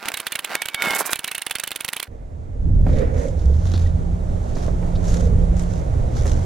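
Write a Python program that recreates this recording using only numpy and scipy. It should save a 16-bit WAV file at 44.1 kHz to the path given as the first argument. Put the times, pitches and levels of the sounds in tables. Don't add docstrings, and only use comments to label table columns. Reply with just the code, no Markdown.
import sys
import numpy as np
from scipy import signal
from scipy.fft import rfft, irfft, next_fast_len
from scipy.io import wavfile
from scipy.ndimage import uniform_filter1d, map_coordinates

SR = 44100
rng = np.random.default_rng(int(sys.argv[2]) if len(sys.argv) > 2 else 0)


def dump(signal):
    limited = np.clip(np.atleast_2d(signal).T, -1, 1)
    pcm = np.round(limited * 32767).astype(np.int16)
    wavfile.write(sys.argv[1], SR, pcm)


N = 284445

CUT_S = 2.08
# (time [s], relative wind-up level [dB], ring level [dB], ring centre [Hz])
SHOTS = [(0.0877, -17.5, -36, 2300), (0.1434, -25.5, -31, 2090), (0.174, -28.5, -34, 2410),
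         (0.203, -26.5, -41, 2460), (0.2715, -21.5, -33, 2630), (0.3245, -22, -29, 2350),
         (0.358, -23, -31.5, 2310), (0.3939, -24.5, -39, 2630), (0.449, -22.5, -32, 2610),
         (0.5549, -17, -38, 2860), (0.6216, -18.5, -31, 2630), (0.6592, -28.5, -38, 2620),
         (0.6867, -33, -34, 2810), (0.748, -21.5, -31.5, 3160), (1.134, -16, -34.5, 2820),
         (1.159, -32.5, -34, 2880), (1.1932, -33.5, -38.5, 2730), (1.246, -25.5, -33.5, 2290),
         (1.2796, -27.5, -28.5, 2290), (1.3171, -26.5, -32, 2290), (1.3521, -26.5, -32, 2510),
         (1.382, -31, -34, 2830), (1.4209, -30, -34, 2620), (1.469, -26.5, -34.5, 2780),
         (1.5129, -22, -31, 3000), (1.5564, -25.5, -29, 2680), (1.601, -24, -35.5, 2570),
         (1.64, -25, -34.5, 2800), (1.677, -26, -34.5, 2790), (1.7175, -30.5, -33, 2560),
         (1.763, -25, -38.5, 2340), (1.8093, -26.5, -36, 3080), (1.8499, -26.5, -37, 2820),
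         (1.89, -25, -40, 2630), (1.9345, -25, -36.5, 2800), (1.9669, -31, -31.5, 3010),
         (2.0019, -28.5, -43.5, 3130), (2.03, -26.5, -35.5, 3010)]
# (frequency [Hz], density [dB])
RUSH_COLOUR = [(50, -51), (190, -11.5), (480, -8), (780, -3.5), (2010, -6.5), (4500, -17.5), (6500, -26),
               (15000, -32.5)]
# (frequency [Hz], level difference [dB])
TOOL_PAN = [(100, -6), (1500, -2.5), (3500, -4), (8000, -11.5)]
YARD_PAN = [(120, -3), (400, -13.5), (700, -8), (1300, -5), (5000, 1.5), (15000, -8)]
# (frequency [Hz], correlation [-1 to 1])
TOOL_ALIKE = [(200, 0.13), (1400, 0.97), (3500, 0.96), (7000, 0.53), (14000, 0)]
YARD_ALIKE = [(40, 0.83), (130, 1), (290, 1), (640, -0.73), (1400, -0.61), (3000, 0.84), (7000, 0.14),
              (15000, 0.39)]


def amp(db):
    return 10 ** (np.asarray(db) / 20)


def unit(x):
    return x / np.sqrt(np.mean(x ** 2) + 1e-20)


def along(points, hz):
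    f, v = np.transpose(points)
    return np.interp(np.log(hz + 1), np.log(f + 1), v)


def curves(rows):
    s, *cols = np.transpose(rows)
    return [np.interp(np.arange(N) / SR, s, c) for c in cols]


def during(start, end):
    t = np.arange(N) / SR
    return uniform_filter1d(((t >= start) & (t < end)) * 1.0, size=128)


def wobble(rate):
    knots = rng.standard_normal(int(N * rate / SR) + 4)
    at = np.arange(0, len(knots) - 1, 1 / 8)
    return np.interp(np.arange(N) * rate / SR, at, map_coordinates(knots, [at]))


def filtered(x, response):
    m = next_fast_len(N + 4096, real=True)
    return irfft(rfft(x, m) * response(np.fft.rfftfreq(m, 1 / SR)), m)[..., :N]


def add(track, s, sound):
    i = max(round(s * SR), 0)
    track[i:i + len(sound)] += sound[:N - i]


def placed(pair, pan):
    return filtered(pair, lambda hz: amp(np.outer([.5, -.5], along(pan, hz))))


def noise(spectrum, alike, pan, grain_db=0):
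    white = rng.standard_normal((2, N)) * amp(grain_db * wobble(900))
    m = next_fast_len(N, real=True)
    hz = np.fft.rfftfreq(m, 1 / SR)
    mid, side = rfft(white, m) * amp(along(spectrum, hz))
    half_angle = np.arccos(np.clip(along(alike, hz), -1, 1)) / 2
    side = side * np.tan(np.minimum(half_angle, np.pi / 2.5))
    lean = amp(np.outer([.5, -.5], along(pan, hz)))
    pair = irfft(np.array([mid + side, mid - side]) * lean, m)[:, :N]
    return pair / pair.mean(0).std()


def tone(rows, waver, flutter_db=1, orders=((1, 0),), order=1, rough=0, width_hz=100):
    hz, db = curves(rows)
    phase = 2 * np.pi * np.cumsum(hz / order * (1 + waver * wobble(30))) / SR
    rough = np.clip(rough, 0, 1)
    lines = 0
    for k, level in orders:
        line = np.sqrt(2 - 2 * rough) * np.sin(k * phase)
        if rough:
            smear = wobble(width_hz) * np.sin(k * phase) + wobble(width_hz) * np.cos(k * phase)
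            line = line + np.sqrt(rough) * smear
        lines = lines + line * amp(db + level + flutter_db * wobble(20))
    return lines * during(rows[0][0], rows[-1][0])


def swells(rows, rise, fall, bed_db):
    t = np.arange(N) / SR
    power = amp(bed_db) ** 2
    for s, hold, db in rows:
        away = np.maximum(s - t, 0) / rise + np.maximum(t - s - hold, 0) / fall
        power = power + amp(db - 20 * np.minimum(away, 10)) ** 2
    return np.sqrt(power)


def blip(s, hz, db, cycles):
    turns = (np.arange(N) / SR - s) * hz
    return amp(db) * np.exp(-np.minimum((turns / cycles) ** 2, 50)) * np.sin(2 * np.pi * turns)


def resonant(x, hz, q):
    return signal.lfilter(*signal.iirpeak(hz, q, fs=SR), x)


def racing_yard(rush_db=-4.0, rustle_db=-2, steady_db=-15):
    # (time [s], hold [s], relative level [dB])
    surges = [(.06, 0.026, -27.5), (.522, 0.03, -24.5), (.83, 0.048, -24.5), (.875, 0.092, -22.5),
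              (1.003, .009, -22), (1.06, 0.069, -30.5)]
    # (time [s], hold [s], relative level [dB])
    crackles = [(.825, 0.1, -36), (.95, 0.012, -24), (.99, 0.019, -20.5), (1.06, 0.012, -25),
                (1.11, 0.019, -29)]
    # (frequency [Hz], density [dB])
    rustle_colour = [(2000, -28), (5000, -5), (8000, 0), (12000, 0), (15500, -10)]
    # (time [s], pitch [Hz], level [dB])
    whistle_glide = [(.48, 1960, -56), (.535, 2100, -39), (.58, 2230, -40.5), (.63, 2243, -39),
                     (.70, 2300, -51.5), (.775, 2236, -35), (.805, 2234, -29), (.87, 2190, -25),
                     (.91, 2127, -24), (.96, 2200, -29.5), (1.0, 2250, -43.5), (1.07, 2370, -39.5),
                     (1.125, 2400, -35), (1.22, 2240, -59), (1.25, 2268, -45), (1.44, 2215, -68)]
    # (order [multiple of the base pitch], relative level [dB])
    whistle_orders = [(5.1, -13), (6, -15), (8, 0), (11, -14), (13.05, -13)]
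    # (frequency [Hz], relative level [dB])
    steady_tones = [(790, -5), (921, -2), (1414, 3), (1577, 3)]
    # (time [s], frequency [Hz], envelope peak [dB])
    dull_bumps = [(0.874, 199, -27.5), (1.007, 742, -12), (1.009, 1240, -12), (1.012, 463, -24.5)]
    t = np.arange(N) / SR
    rush = swells(surges, rise=0.078, fall=0.032, bed_db=-41 - 2.5 * t)
    rustle = swells(crackles, rise=0.0098, fall=0.017, bed_db=-61)
    air = rush * amp(rush_db + 2.4 * wobble(200)) * noise(RUSH_COLOUR, TOOL_ALIKE, TOOL_PAN, grain_db=3.5)
    crackle = rustle * amp(rustle_db) * noise(rustle_colour, TOOL_ALIKE, TOOL_PAN, grain_db=4.5)
    whistle = tone(whistle_glide, waver=0.002, flutter_db=1.5, orders=whistle_orders, order=8,
                   rough=.3, width_hz=150)
    tones = sum(amp(db) * np.sin(2 * np.pi * hz * t + wobble(25)) for hz, db in steady_tones)
    steady = rush * amp(steady_db) * tones
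    bumps = sum(blip(s, hz, db, cycles=0.86) for s, hz, db in dull_bumps)
    return (air + crackle + placed(whistle + steady + bumps, TOOL_PAN)) * during(0, CUT_S)


def shoving(lead_s=0.037, below_db=-18):
    gain = np.zeros(N)
    t = np.arange(int(lead_s * SR)) / SR
    for s, motor_db, _, _ in SHOTS:
        add(gain, s - lead_s, amp(motor_db + below_db - 20 * (1 - t / lead_s)))
    return gain * noise(RUSH_COLOUR, TOOL_ALIKE, TOOL_PAN)


def snapping(t):
    # (frequency [Hz], relative level [dB], time to fall 60 dB [s])
    resonances = [(1610, -11, 0.018), (3130, 4, 0.0074), (3960, 0, 0.0051), (9700, 15.5, 0.0018),
                  (13240, 1, 0.0034)]
    snap = 0
    for hz, level, t60 in resonances:
        decay = amp(level + rng.normal(0, 3.5) - 60 * t / t60)
        snap = snap + decay * np.sin(2 * np.pi * hz * rng.normal(1, 0.04) * t)
    return snap / np.abs(snap).max()


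def ringing(t, centre_hz, bloom=0.0031, focus_db=7, t60=0.037):
    # (frequency [Hz], relative level [dB])
    mode_rows = [(1423, -3.5), (1792, -4), (2220, -0.5), (2613, 0.5), (2960, 1.5), (3200, -4), (3637, 1.5),
                 (4170, -1.5)]
    hz, db = np.transpose(mode_rows)[:, :, None]
    chance = rng.standard_normal((3, len(mode_rows), 1))
    db = db + 3 * chance[0] - focus_db * np.minimum(np.abs(np.log2(hz / centre_hz)), 1)
    steps = rng.standard_normal((len(mode_rows), len(t)))
    blur = np.cumsum(steps, axis=1) * np.sqrt(90 / (2 * np.pi * SR))
    phase = 2 * np.pi * (hz * (1 + 0.0337 * chance[1]) * t + chance[2] + blur)
    modes = amp(db - 60 * t / t60) * np.sin(phase)
    ring = modes.sum(0) * (1 - np.exp(-(t / bloom) ** 2))
    ring = signal.sosfilt(signal.butter(2, [400, 5000], "bandpass", fs=SR, output="sos"), ring)
    return ring / ring[(t > .002) & (t < .0115)].std()


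def nailer(windup_s=0.0044, hiss_s=0.016, snap_db=-8.0, whirr_db=1, hiss_db=-45, press_db=-37):
    # (time [s], relative level [dB])
    clacks = [(0.0575, -24), (0.119, -27.5), (0.8225, -18), (0.908, -19), (1.498, -31.5), (1.5854, -28.5),
              (1.708, -31), (1.881, -28.5)]
    # (frequency [Hz], density [dB])
    whirr_colour = [(150, -10), (1200, -3.5), (2000, 3.5), (3800, -1.5), (5500, -9), (10000, -9.5),
                    (15000, -17)]
    hiss_colour = [(1500, 3), (3000, 4.5), (6900, 2), (9700, 3.5), (11000, 2.5), (14500, -2.5)]
    body, whirr, hiss = np.zeros((3, N))
    t = np.arange(SR // 16) / SR
    for s, motor_db, ring_db, centre_hz in SHOTS:
        press = amp(press_db + rng.normal(0, 2) - 60 * t / 0.0082)
        add(whirr, s - rng.uniform(0.0091, 0.016), press)
        spin_up = (t < windup_s) * (1 - np.exp(-t / 0.00043))
        add(whirr, s - windup_s, amp(motor_db + whirr_db) * spin_up)
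        add(body, s - .00015, amp(snap_db) * snapping(t))
        add(whirr, s, amp(-24.5 - 60 * t / 0.0091))
        add(body, s, amp(ring_db) * ringing(t, centre_hz))
        add(hiss, s, amp(hiss_db + rng.normal(0, 1.6)) * (t < hiss_s))
    for s, db in clacks:
        add(whirr, s - .0005, amp(db + 4.5 - 60 * t / 0.014))
    grit = whirr * noise(whirr_colour, TOOL_ALIKE, TOOL_PAN, grain_db=3)
    return placed(body, TOOL_PAN) + grit + hiss * noise(hiss_colour, TOOL_ALIKE, TOOL_PAN)


def wind():
    # (time [s], hold [s], level [dB])
    gusts = [(2.69, 0.27, -14), (3.35, 0.9, -22.5), (4.68, 1.75, -20.5), (5.14, 0.26, -16.5)]
    # (time [s], level [dB])
    breeze = [(2.08, -52.5), (2.6, -49.5), (2.9, -41.5), (4.1, -40), (4.7, -36), (5.9, -37), (6.45, -35)]
    # (frequency [Hz], density [dB])
    buffet_colour = [(8.8, -20), (15, 0.5), (79, 1), (141, -11), (201, -18), (480, -40.5), (880, -120)]
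    air_colour = [(150, -16), (250, -1.5), (590, -4), (1100, -19), (2100, -24), (2650, -28), (3700, -27.5),
                  (4950, -31.5), (6560, -28), (10300, -38), (14000, -53)]
    lull_db = np.interp(np.arange(N) / SR, [CUT_S, CUT_S + 0.61], [-36.5, -24])
    strength = swells(gusts, rise=0.17, fall=0.36, bed_db=lull_db)
    buffet = strength * amp(0.96 * wobble(16)) * noise(buffet_colour, YARD_ALIKE, YARD_PAN)
    air = amp(curves(breeze)[0] + 0.77 * wobble(14)) * noise(air_colour, YARD_ALIKE, YARD_PAN)
    return (buffet + air) * during(CUT_S, 7)


def rubbing(rub_db=-1, hollow_db=-3):
    # (time [s], hold [s], relative level [dB])
    strokes = [(2.88, 0.11, -29), (2.975, 0.033, -24.5), (3.07, 0.17, -31.5), (5.07, 0.35, -41.5),
               (5.5, 0.86, -42)]
    # (frequency [Hz], density [dB])
    scuff_colour = [(120, -17), (250, 7), (370, -9), (480, 2), (580, -5), (750, -17.5), (1100, -26.5),
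                    (2100, -18.5), (3200, -38), (8000, -66)]
    # (time [s], pitch [Hz], relative level [dB])
    hollow_glides = [
        [(2.88, 645.3, -43), (2.99, 470, -20), (3.06, 480, -38), (3.28, 528.6, -28), (3.38, 490, -42.5),
         (3.54, 473, -33)],
        [(5.05, 557.7, -43), (5.225, 475, -29.5), (5.45, 476, -37.5)],
    ]
    strength = swells(strokes, rise=0.03, fall=0.11, bed_db=-50) * during(CUT_S, 7)
    rub = strength * amp(rub_db + 2.26 * wobble(40)) * noise(scuff_colour, YARD_ALIKE, YARD_PAN)
    hollow = sum(tone(rows, waver=.015, rough=.9, width_hz=170) for rows in hollow_glides)
    return rub + amp(hollow_db) * placed(hollow, YARD_PAN)


def far_engine():
    # (time [s], pitch [Hz], level [dB])
    engine_glide = [(2.65, 168.9, -32.5), (3.55, 167.6, -38.5), (4.15, 173.6, -29), (4.47, 170, -40.5),
                    (4.95, 172.5, -27.5), (5.73, 173.7, -29), (5.86, 147.3, -39), (5.98, 119.6, -24),
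                    (6.45, 124.2, -37)]
    return placed(tone(engine_glide, waver=0.0087), YARD_PAN)


def crunch(per_s, size_db, life_s):
    breaks = (rng.random(N) < per_s / SR) * rng.exponential(size=N)
    jumps = signal.lfilter([1], [1, -np.exp(-1 / (life_s * SR))], breaks)
    return unit(1 + amp(size_db) * jumps)


def treading(leaves_db=-3, focus_db=-2):
    # (time [s], hold [s], relative level [dB], centre [Hz])
    treads = [(2.915, .1, -46.5, 3600), (3.175, 0.095, -45.5, 7100), (3.397, .025, -50, 5260),
              (3.537, 0.14, -53.5, 5500), (3.674, 0.18, -45.5, 3740), (4.443, 0.048, -54, 6200),
              (4.577, 0.079, -45.5, 4660), (5.042, .22, -49, 6530), (5.074, .08, -42, 7600),
              (5.58, 0.043, -44.5, 7500), (5.708, 0.082, -50.5, 5900), (6.165, 0.025, -42, 5400),
              (6.27, 0.03, -41, 6540), (6.345, 0.12, -51, 6000)]
    # (frequency [Hz], density [dB])
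    leaf_colour = [(600, -1.5), (1500, 3.5), (2600, -3), (3600, 0), (4800, -3), (6600, 1), (8500, -10.5),
                   (10000, -10), (13000, -21.5), (15000, -41)]
    litter = noise(leaf_colour, YARD_ALIKE, YARD_PAN, grain_db=2.5)
    litter = litter * crunch(per_s=150, size_db=-3, life_s=.0025)
    steps = 0
    for s, hold, db, hz in treads:
        gain = swells([(s, hold, db + leaves_db)], rise=0.061, fall=0.096, bed_db=-np.inf)
        steps = steps + gain * (litter + amp(focus_db) * resonant(litter, hz, q=2.34))
    return steps * during(2.857, 7)


def knocking(knock_db=11, knock_t60=0.07):
    # (time [s], relative level [dB])
    knock_rows = [(2.866, -17.5), (2.891, -25), (3.019, -22), (3.738, -20), (4.567, -21), (4.68, -21.5),
                  (4.827, -22.5), (5.081, -23), (6.255, -15.5)]
    # (frequency [Hz], density [dB])
    boot_colour = [(600, -1.5), (1000, -15), (2100, -21.5), (3000, -34), (8000, -48.5)]
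    blows = np.zeros(N)
    t = np.arange(SR // 4) / SR
    for s, db in knock_rows:
        add(blows, s, amp(db + knock_db - 60 * t / knock_t60))
    dull = filtered(blows * rng.standard_normal(N), lambda hz: amp(along(boot_colour, hz)))
    return placed(dull, YARD_PAN)


def cracking(crack_t60=0.075):
    # (time [s], level ahead of the resonances [dB], centre [Hz])
    crack_rows = [(3.737, -22, 4120), (3.753, -25.5, 3940), (4.552, -33.5, 5170), (4.953, -28.5, 4000),
                  (5.08, -26.5, 5950), (5.124, -37, 4500), (5.622, -40.5, 8900), (6.256, -35.5, 7940)]
    twigs = np.zeros(N)
    t = np.arange(SR // 4) / SR
    for s, db, hz in crack_rows:
        burst = amp(db - 60 * t / crack_t60) * rng.standard_normal(len(t))
        add(twigs, s, resonant(resonant(burst, hz, q=2), hz, q=2))
    return twigs


def walking():
    squeak = blip(3.866, hz=1920, db=-40, cycles=12)
    return knocking() + treading() + cracking() + squeak


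def deep_hum(hum_db=-1):
    # (time [s], pitch [Hz], relative level [dB])
    hum_glide = [(3.35, 55, -32.5), (3.48, 67.9, -10.5), (3.63, 85.6, -22.5), (3.75, 88.7, -14.5),
                 (3.88, 82.7, -13.5), (4.0, 75.3, -26.5), (4.15, 71, -40)]
    return placed(amp(hum_db) * tone(hum_glide, waver=0.023), YARD_PAN)


def scene():
    time_lapse = racing_yard() + shoving() + nailer()
    lawn = wind() + rubbing() + far_engine() + walking() + deep_hum()
    return time_lapse + lawn


def rounded(x, top):
    return x / (1 + np.abs(x / top) ** 6) ** (1 / 6)


def record(dry):
    return filtered(rounded(dry, top=.8), lambda hz: hz < 16200)


dry = scene()
out = record(dry)
dump(out)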